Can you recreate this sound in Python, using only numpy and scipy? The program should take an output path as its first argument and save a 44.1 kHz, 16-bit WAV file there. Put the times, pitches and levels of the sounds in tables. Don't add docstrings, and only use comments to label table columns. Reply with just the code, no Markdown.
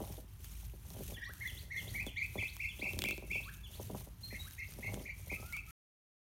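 import sys
import numpy as np
from scipy import signal
from scipy.fft import rfft, irfft
from scipy.io import wavfile
from scipy.ndimage import uniform_filter1d

SR = 44100
rng = np.random.default_rng(int(sys.argv[2]) if len(sys.argv) > 2 else 0)


def waveform_to_disk(signal):
    frames = np.transpose(np.atleast_2d(signal))
    scaled = np.clip(frames, -1, 1) * 32767
    samples = np.round(scaled).astype(np.int16)
    wavfile.write(sys.argv[1], SR, samples)


N = 280464
TIME = np.arange(N) / SR
GRAIN_TIME = np.arange(SR // 25) / SR

# start_s, tick_peak_db, hardness (0-1)
SEED_CRACKS = [(0.123, -39, 0), (0.4443, -32, 0), (0.9027, -34.5, 0), (1.0798, -33.5, 0), (1.3356, -35, 0),
               (1.475, -30.5, 0.57), (1.629, -43, 0), (1.984, -44, 0.07), (2.0649, -29, 0.3),
               (2.566, -31.5, 0.02), (2.9329, -32.5, 0.93), (2.9892, -21.5, 0.94), (3.019, -21, 0.93),
               (3.0386, -23.5, 0.94), (3.0563, -30.5, 0.95), (3.0865, -29.5, 0.95), (3.1086, -29.5, 0.92),
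               (3.1779, -38, 0.93), (3.3146, -38, 0.81), (4.5088, -37.5, 0.3), (4.7212, -41, .3),
               (4.7368, -38.5, .2), (4.9414, -31.5, 0.77), (5.5248, -33, 0.24), (5.5662, -30.5, 0.47)]


def amp(db):
    return 10 ** (np.asarray(db) / 20)


def evened(x):
    return x / np.sqrt(np.mean(x ** 2) + 1e-20)


def read(points, hz):
    f, value = np.transpose(points)
    return np.interp(np.log(hz + 1), np.log(f + 1), value)


def coloured(x, points):
    hz = abs(np.fft.fftfreq(4096, 1 / SR))
    log_gain = np.log(amp(read(points, hz)))
    taps = np.fft.ifft(np.exp(np.conj(signal.hilbert(log_gain)))).real
    return signal.oaconvolve(x, taps[:len(taps) // 2])[:len(x)]


def noise(points):
    gain = amp(read(points, np.fft.rfftfreq(N, 1 / SR)))
    return evened(irfft(rfft(rng.standard_normal(N)) * gain, N))


def drift(rate_hz):
    shape = np.exp(-(np.fft.rfftfreq(N, 1 / SR) / rate_hz) ** 2)
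    return evened(irfft(rfft(rng.standard_normal(N)) * shape, N))


def clicks(per_s, spread_db):
    sizes = amp(spread_db * np.minimum(rng.exponential(1, N), 4.5))
    struck = rng.random(N) < per_s / SR
    return sizes * rng.choice([-1, 1], N) * struck


def add(mix, s, sound):
    part = mix[max(round(s * SR), 0):][:len(sound)]
    part += sound[:len(part)]


def strokes():
    # start_s, end_s, heap_s, crackle_db, rumble_db, small_knocks_db
    passes = [(-0.15, 0.27, 0.08, -57.5, -51.5, -57.5), (0.35, 0.78, 0.50, -59, -57.5, -74),
              (0.791, 1.226, 1.06, -55, -46.5, -57.5), (1.26, 1.73, 1.58, -57.5, -53.5, -73),
              (1.70, 2.15, 1.937, -55, -46.5, -58.5), (2.17, 2.73, 2.36, -59, -50.5, -71),
              (2.68, 3.23, 2.98, -56.5, -47.5, -60.5), (3.216, 3.65, 3.35, -58.5, -50, -64.5),
              (3.64, 4.113, 3.92, -55.5, -49, -59.5), (4.17, 4.645, 4.38, -57.5, -52, -72.5),
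              (4.605, 5.123, 4.94, -57.5, -48, -56.5), (5.114, 5.64, 5.40, -58.5, -53, -67),
              (5.62, 6.10, 5.85, -57, -61, -77)]
    speed_up_s, slow_down_s = 0.096, 0.12
    heap_half_s, heap_crackle_db = 0.18, 2
    bare_rumble_db, bare_lumps_db = -15, -20.5
    turn_crackle_db, turn_rumble_db = -67.5, -56
    crackle, rumble, lumps = np.zeros((3, N))
    for start, end, heap_s, crackle_db, rumble_db, lumps_db in passes:
        ramp = np.minimum((TIME - start) / speed_up_s, (end - TIME) / slow_down_s)
        speed = np.sin(np.pi / 2 * np.clip(ramp, 0, 1)) ** 2
        off_heap = 1 - np.exp(-((TIME - heap_s) / heap_half_s) ** 2)
        crackle += speed * amp(crackle_db - heap_crackle_db * off_heap)
        rumble += np.sqrt(speed) * amp(rumble_db + bare_rumble_db * off_heap)
        lumps += np.sqrt(speed) * amp(lumps_db + bare_lumps_db * off_heap ** 2)
    return np.hypot(crackle, amp(turn_crackle_db)), np.hypot(rumble, amp(turn_rumble_db)), lumps


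def slab(rolling):
    # frequency_hz, density_db
    rumble_spectrum = [(20, -44), (45, -24.5), (62, -12), (76, 3.5), (105, 4.5), (125, -2), (145, -5.5),
                       (170, -6), (230, -17), (400, -23.5), (900, -62)]
    boom = noise([(30, -39), (44, 1.5), (51, 0.0), (54, 20.0), (61, -24), (85, -58)])
    boom_gain = amp(-54.5) * (rolling / rolling.mean()) ** 0.43
    return rolling * noise(rumble_spectrum) + boom_gain * boom


def paste(crackle):
    # frequency_hz, density_db
    paste_spectrum = [(500, -9), (1000, -2), (1700, 1.5), (3000, 5.5), (4200, 2), (5000, 0.5), (6200, 6),
                      (7600, 1), (9300, 7), (10500, 4), (12500, 8), (15800, 1.5)]
    fizz = evened(coloured(clicks(per_s=14000, spread_db=2.5), paste_spectrum))
    ticks, pops = np.zeros((2, N))
    for _ in range(16):
        crunch = rng.standard_normal(len(GRAIN_TIME)) * np.exp(-GRAIN_TIME / .0004)
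        ticks += signal.oaconvolve(clicks(per_s=16, spread_db=3.1), crunch)[:N]
    for hz in np.linspace(2500, 15000, num=24):
        tone = np.sin(2 * np.pi * hz * rng.uniform(.96, 1.04) * GRAIN_TIME)
        pop = tone * np.exp(-GRAIN_TIME / .0012)
        pops += signal.oaconvolve(clicks(per_s=30, spread_db=3), pop)[:N]
    clumps = evened(amp(1.7 * drift(rate_hz=60) + 1.0 * drift(rate_hz=12)))
    grit = amp(-1.5) * fizz + amp(-7.5) * evened(coloured(ticks, paste_spectrum))
    wet = amp(-5) * evened(coloured(pops, paste_spectrum))
    return crackle * clumps * (grit + wet)


def plop(start_hz, end_share, glide_s, rise_s, decay_s):
    t = GRAIN_TIME
    hz = start_hz * (end_share + (1 - end_share) * np.exp(-t / glide_s))
    shape = (1 - np.exp(-(t / rise_s) ** 2)) * np.exp(-t / decay_s)
    return shape / shape.max() * np.sin(2 * np.pi * np.cumsum(hz) / SR)


def knocks(lumps):
    # start_s, knock_level_db, nominal_pitch_hz (sets where the fall begins)
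    lump_drops = [(0.003, -37, 530), (0.015, -35, 285), (0.101, -48, 307), (0.185, -47, 352),
                  (0.736, -49.5, 288), (0.964, -48, 443), (0.987, -48, 291), (1.12, -42.5, 340),
                  (1.293, -51.5, 398), (2.066, -38, 327), (2.355, -34.5, 479), (2.38, -41, 285),
                  (2.425, -46, 668), (2.793, -44.5, 294), (2.825, -38.5, 305), (2.967, -43.5, 282),
                  (3.129, -43, 299), (3.224, -43.5, 380), (3.239, -46, 288), (3.355, -42.5, 368),
                  (3.797, -37.5, 420), (3.897, -44.5, 517), (3.901, -38.5, 408), (3.947, -37, 670),
                  (4.072, -47, 425), (4.326, -43.5, 303), (4.787, -41, 290), (4.889, -46.5, 760),
                  (4.936, -39, 298), (4.961, -44, 354), (4.973, -39.5, 390), (5.001, -45, 444),
                  (5.315, -42, 606), (5.326, -40.5, 387), (5.398, -48, 340), (5.427, -46.5, 660)]
    drop_db, soft_drop_db, drop_hz, drop_delay_s = -37.5, -60, 285, 0.00092
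    thud_db, thud_hz, thud_db_per_octave = -6, 300, -7
    large, small = np.zeros(N), np.zeros(N)
    seed_drops = [(s + drop_delay_s, drop_db + soft_drop_db * (1 - hardness), drop_hz)
                  for s, _, hardness in SEED_CRACKS]
    for s, db, hz in lump_drops + seed_drops:
        end_share = .15 * rng.uniform(.6, 1.6)
        knock = plop(56 * np.sqrt(hz), end_share, glide_s=0.0026, rise_s=0.0013, decay_s=0.0064)
        add(large, s, amp(db) * knock)
        thud = plop(315 * rng.uniform(.85, 1.15), end_share=.85, glide_s=.006, rise_s=.003, decay_s=.006)
        thud_level_db = db + thud_db + thud_db_per_octave * np.log2(hz / thud_hz)
        add(large, s + 0.0034, amp(thud_level_db) * thud)
    for hz in np.geomspace(330, 1200, num=10):
        grain = plop(hz, end_share=.3, glide_s=.004, rise_s=.0015, decay_s=.0035)
        small += signal.oaconvolve(clicks(per_s=15, spread_db=5.0), grain)[:N]
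    return large + lumps * evened(small)


def cracks():
    # frequency_hz, gain_db
    husk_spectrum = [(200, -24), (1000, -1), (2000, -11.5), (3500, -11), (5800, -0.5), (8000, -2),
                     (11000, -6.5), (16000, 1)]
    # frequency_hz, gain_db
    snap_spectrum = [(300, -30.5), (1200, -5.5), (2600, 4.5), (3600, 5.5), (5500, -7.5), (8000, -24.5),
                     (16000, -29.5)]
    snap_db, soft_snap_db = -1, -15
    strain_s, break_s, crumble_s = .0013, .00025, .0011
    out, t = np.zeros(N), GRAIN_TIME
    shape = np.exp(-abs(t - strain_s) / break_s) + amp(-14) * np.exp(-t / crumble_s)
    for s, db, hardness in SEED_CRACKS:
        tick = coloured(rng.choice([-1, 1], len(t)) * shape, husk_spectrum)
        splinter = .25 * rng.choice([-1, 1], len(t)) * np.exp(-t / .0007)
        snap = coloured((t == 0) + splinter, snap_spectrum)
        snap_level_db = db + snap_db + soft_snap_db * (1 - hardness)
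        add(out, s, amp(db) * tick / abs(tick).max())
        add(out, s + strain_s, amp(snap_level_db) * snap / abs(snap).max())
    return out


def whistle(hz, gain, second_db, third_db, waver):
    shake = evened(uniform_filter1d(rng.standard_normal(len(hz)), size=80))
    phase = 2 * np.pi * np.cumsum(hz * (1 + waver * shake)) / SR
    tone = np.sin(phase) + amp(second_db) * np.sin(2 * phase) + amp(third_db) * np.sin(3 * phase)
    return gain * tone * signal.windows.tukey(len(hz), .15)


def chirps():
    # dip_s, arch_length_s, first_crest_hz, dip_hz, second_crest_hz, level_db, second_voice_db
    chirp_list = [(1.209, 0.057, 1920, 1590, 1913, -39, -24.5), (1.249, .046, 1827, 1760, 1950, -43.5, -24),
                  (1.445, 0.048, 2190, 1708, 2070, -37.5, -29), (1.751, .054, 2193, 1804, 2142, -37.5, -24),
                  (1.987, 0.052, 2310, 1924, 2562, -38, -31.5), (2.212, 0.054, 2360, 2000, 2578, -37, -20),
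                  (2.426, .049, 2650, 2030, 2657, -36.5, -25), (2.645, 0.053, 2750, 2107, 2692, -37.5, -20),
                  (2.863, 0.051, 2750, 2153, 2720, -36.5, -29.5),
                  (3.085, 0.045, 2730, 2165, 2710, -35.5, -6.5), (3.353, .052, 2750, 2220, 2685, -36, -19),
                  (4.338, 0.04, 2075, 1793, 2173, -45.5, -9.5),
                  (4.614, 0.038, 2156, 1920, 2220, -43.5, -6.5), (4.86, .038, 2227, 1978, 2255, -41.5, -7),
                  (5.088, 0.04, 2470, 1912, 2355, -43.5, -11), (5.331, 0.039, 2527, 2080, 2627, -41, -22),
                  (5.564, .043, 2325, 2187, 2633, -41.5, -13)]
    even_arches_hz, first_db_per_octave = 2080, 16
    out = np.zeros(N)
    for s, arch, first, dip, second, db, voice_db in chirp_list:
        u = np.arange(-1.08 * arch, arch, 1 / SR) / arch
        crest = np.where(u < 0, first, second)
        trough = dip * (1 - 0.0783 * abs(u) - np.maximum(abs(u) - 1, 0) * 0.55)
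        swing = abs(np.sin(np.pi * np.minimum(abs(u), 1) ** .9)) ** 1.8
        hz = trough + (crest - trough) * swing
        effort_db = np.interp(u, [-1.08, -.75, -.3, 0, .25, .6, 1], [-20, 1, -2, -3, 3, -3, -20])
        first_db = first_db_per_octave * np.log2(dip / even_arches_hz) * np.clip(-4 * u, 0, 1)
        gain = amp(db + effort_db + first_db)
        main = whistle(hz, gain, second_db=-13, third_db=-14, waver=.011)
        hoarse = whistle(hz * 1.24, gain * amp(voice_db + 1), second_db=-20, third_db=-26, waver=.014)
        add(out, s + u[0] * arch, main + hoarse)
    return out


def other_birds():
    note_shapes = {"tee": (.040, [(0, 3350, -10), (.25, 3480, 0.5), (.55, 3350, -0.5), (.8, 3000, -1),
                   (1, 2570, -4.5)]), "wit": (.036, [(0, 2550, -15.5), (.3, 3350, 0), (.5, 3850, -5.5),
                   (.75, 4300, -6), (1, 4760, -6)]), "whoop": (.048, [(0, 1050, -5), (.4, 1170, 1.5),
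                   (.7, 1450, 6.5), (.85, 1650, 12.5), (1, 1876, 0)]), "pip": (0.05, [(0, 4000, -18),
                   (.2, 4196, 5.5), (.8, 4190, 6), (1, 4660, -31)]), "peep": (.068, [(0, 3670, -1),
                   (.2, 3880, 5.5), (.6, 3810, -1.5), (1, 3730, -37)]), "coo": (.157, [(0, 1250, 1.5),
                   (.25, 1358, 2), (.55, 1450, 6.5), (.8, 1360, 6), (1, 1110, 1)]),
                   "hoo": (0.073, [(0, 1230, 3), (.5, 1297, 13.5), (1, 1220, 2)]),
                   "tsip": (0.029, [(0, 7110, -8.5), (.4, 6330, -4), (1, 4100, -9)]),
                   "swit": (0.018, [(0, 4080, -3), (.6, 6010, -3.5), (1, 7200, -2)])}
    # start_s, level_db, note names
    call_list = [(1.136, -47.5, "tee wit"), (1.468, -44.5, "tee wit"), (1.771, -44.5, "tee wit"),
                 (2.060, -44, "tee wit"), (2.372, -44, "tee wit"), (2.686, -45.5, "tee wit"),
                 (3.011, -46.5, "tee wit"), (3.326, -49, "tee wit"), (3.633, -48.5, "tee wit"),
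                 (1.268, -56, "whoop"), (3.453, -54, "whoop"), (4.439, -61, "whoop"), (4.227, -46, "pip"),
                 (4.39, -49, "peep"), (5.348, -72, "hoo"), (5.413, -60.5, "coo"), (5.669, -60, "coo"),
                 (4.219, -62, "tsip swit"), (4.579, -52.5, "tsip swit"), (5.035, -55, "swit"),
                 (5.301, -52.5, "tsip swit")]
    note_step_s = .098
    out = np.zeros(N)
    for s, db, notes in call_list:
        for k, note in enumerate(notes.split()):
            length, shape = note_shapes[note]
            share, pitch, level_db = np.transpose(shape)
            u = np.arange(0, length, 1 / SR) / length
            hz = np.interp(u, share, pitch)
            gain = amp(db + np.interp(u, share, level_db))
            call = whistle(hz, gain, second_db=-18, third_db=-24, waver=.003)
            add(out, s + k * note_step_s, call)
    return out


def echoes(x, t60, delay_s):
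    t = np.arange(SR) / SR
    arrivals = rng.choice([-1, 1], SR) * (rng.random(SR) < 1500 / SR)
    tail = arrivals * amp(-60 * t / t60) * (t > delay_s)
    return signal.oaconvolve(x, tail / np.linalg.norm(tail))[:N]


def walls(x):
    out = x.copy()
    for delay_s, db in [(.0047, -15), (.016, -12), (.034, -13)]:
        add(out, delay_s, amp(db) * x)
    return out


def birds():
    # frequency_hz, gain_db
    direct_path = [(1500, -24.5), (1900, -4), (2350, 1.5), (2550, -7.5), (2780, -15), (4200, -19),
                   (5400, -18.5), (6700, -15.5), (11000, -50.5)]
    # frequency_hz, gain_db
    scattered_path = [(1500, -10), (2100, 5.5), (2650, 5), (3100, -9.5), (4400, 2.5), (5100, -14.5),
                      (5450, 3), (5900, 1.5), (11000, -22.5)]
    near, far = chirps(), other_birds()
    direct = amp(1.5) * walls(coloured(near, direct_path))
    scattered = coloured(near, scattered_path)
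    quick = amp(-10) * echoes(scattered, t60=0.091, delay_s=.008)
    tail = amp(-17.0) * echoes(scattered, t60=0.71, delay_s=0.024)
    distant = amp(-3) * far + amp(-7) * echoes(far, t60=.45, delay_s=.003)
    return direct + quick + tail + distant


def yard():
    # frequency_hz, density_db
    yard_spectrum = [(20, -14), (38, -4), (70, 10), (120, -13), (200, -19), (400, -37.5), (700, -25.5),
                     (900, -22.5), (1400, -26), (2400, -29.5), (5000, -35.5), (16000, -69)]
    return amp(-58.0) * noise(yard_spectrum)


def scene():
    crackle, rumble, lumps = strokes()
    blows, seeds = knocks(lumps), cracks()
    reflected = amp(-4) * echoes(blows + amp(-13.0) * seeds, t60=0.14, delay_s=.004)
    stone = blows + seeds + reflected
    return (stone + slab(rumble) + paste(crackle) + birds() + yard())[None]


def record(dry):
    stop_s, edge_hz = 5.71, 16000
    band_limit = signal.firwin(401, edge_hz, window=("kaiser", 9), fs=SR)
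    return signal.oaconvolve(dry * (TIME < stop_s), band_limit[None], "same")


dry = scene()
out = record(dry)
waveform_to_disk(out)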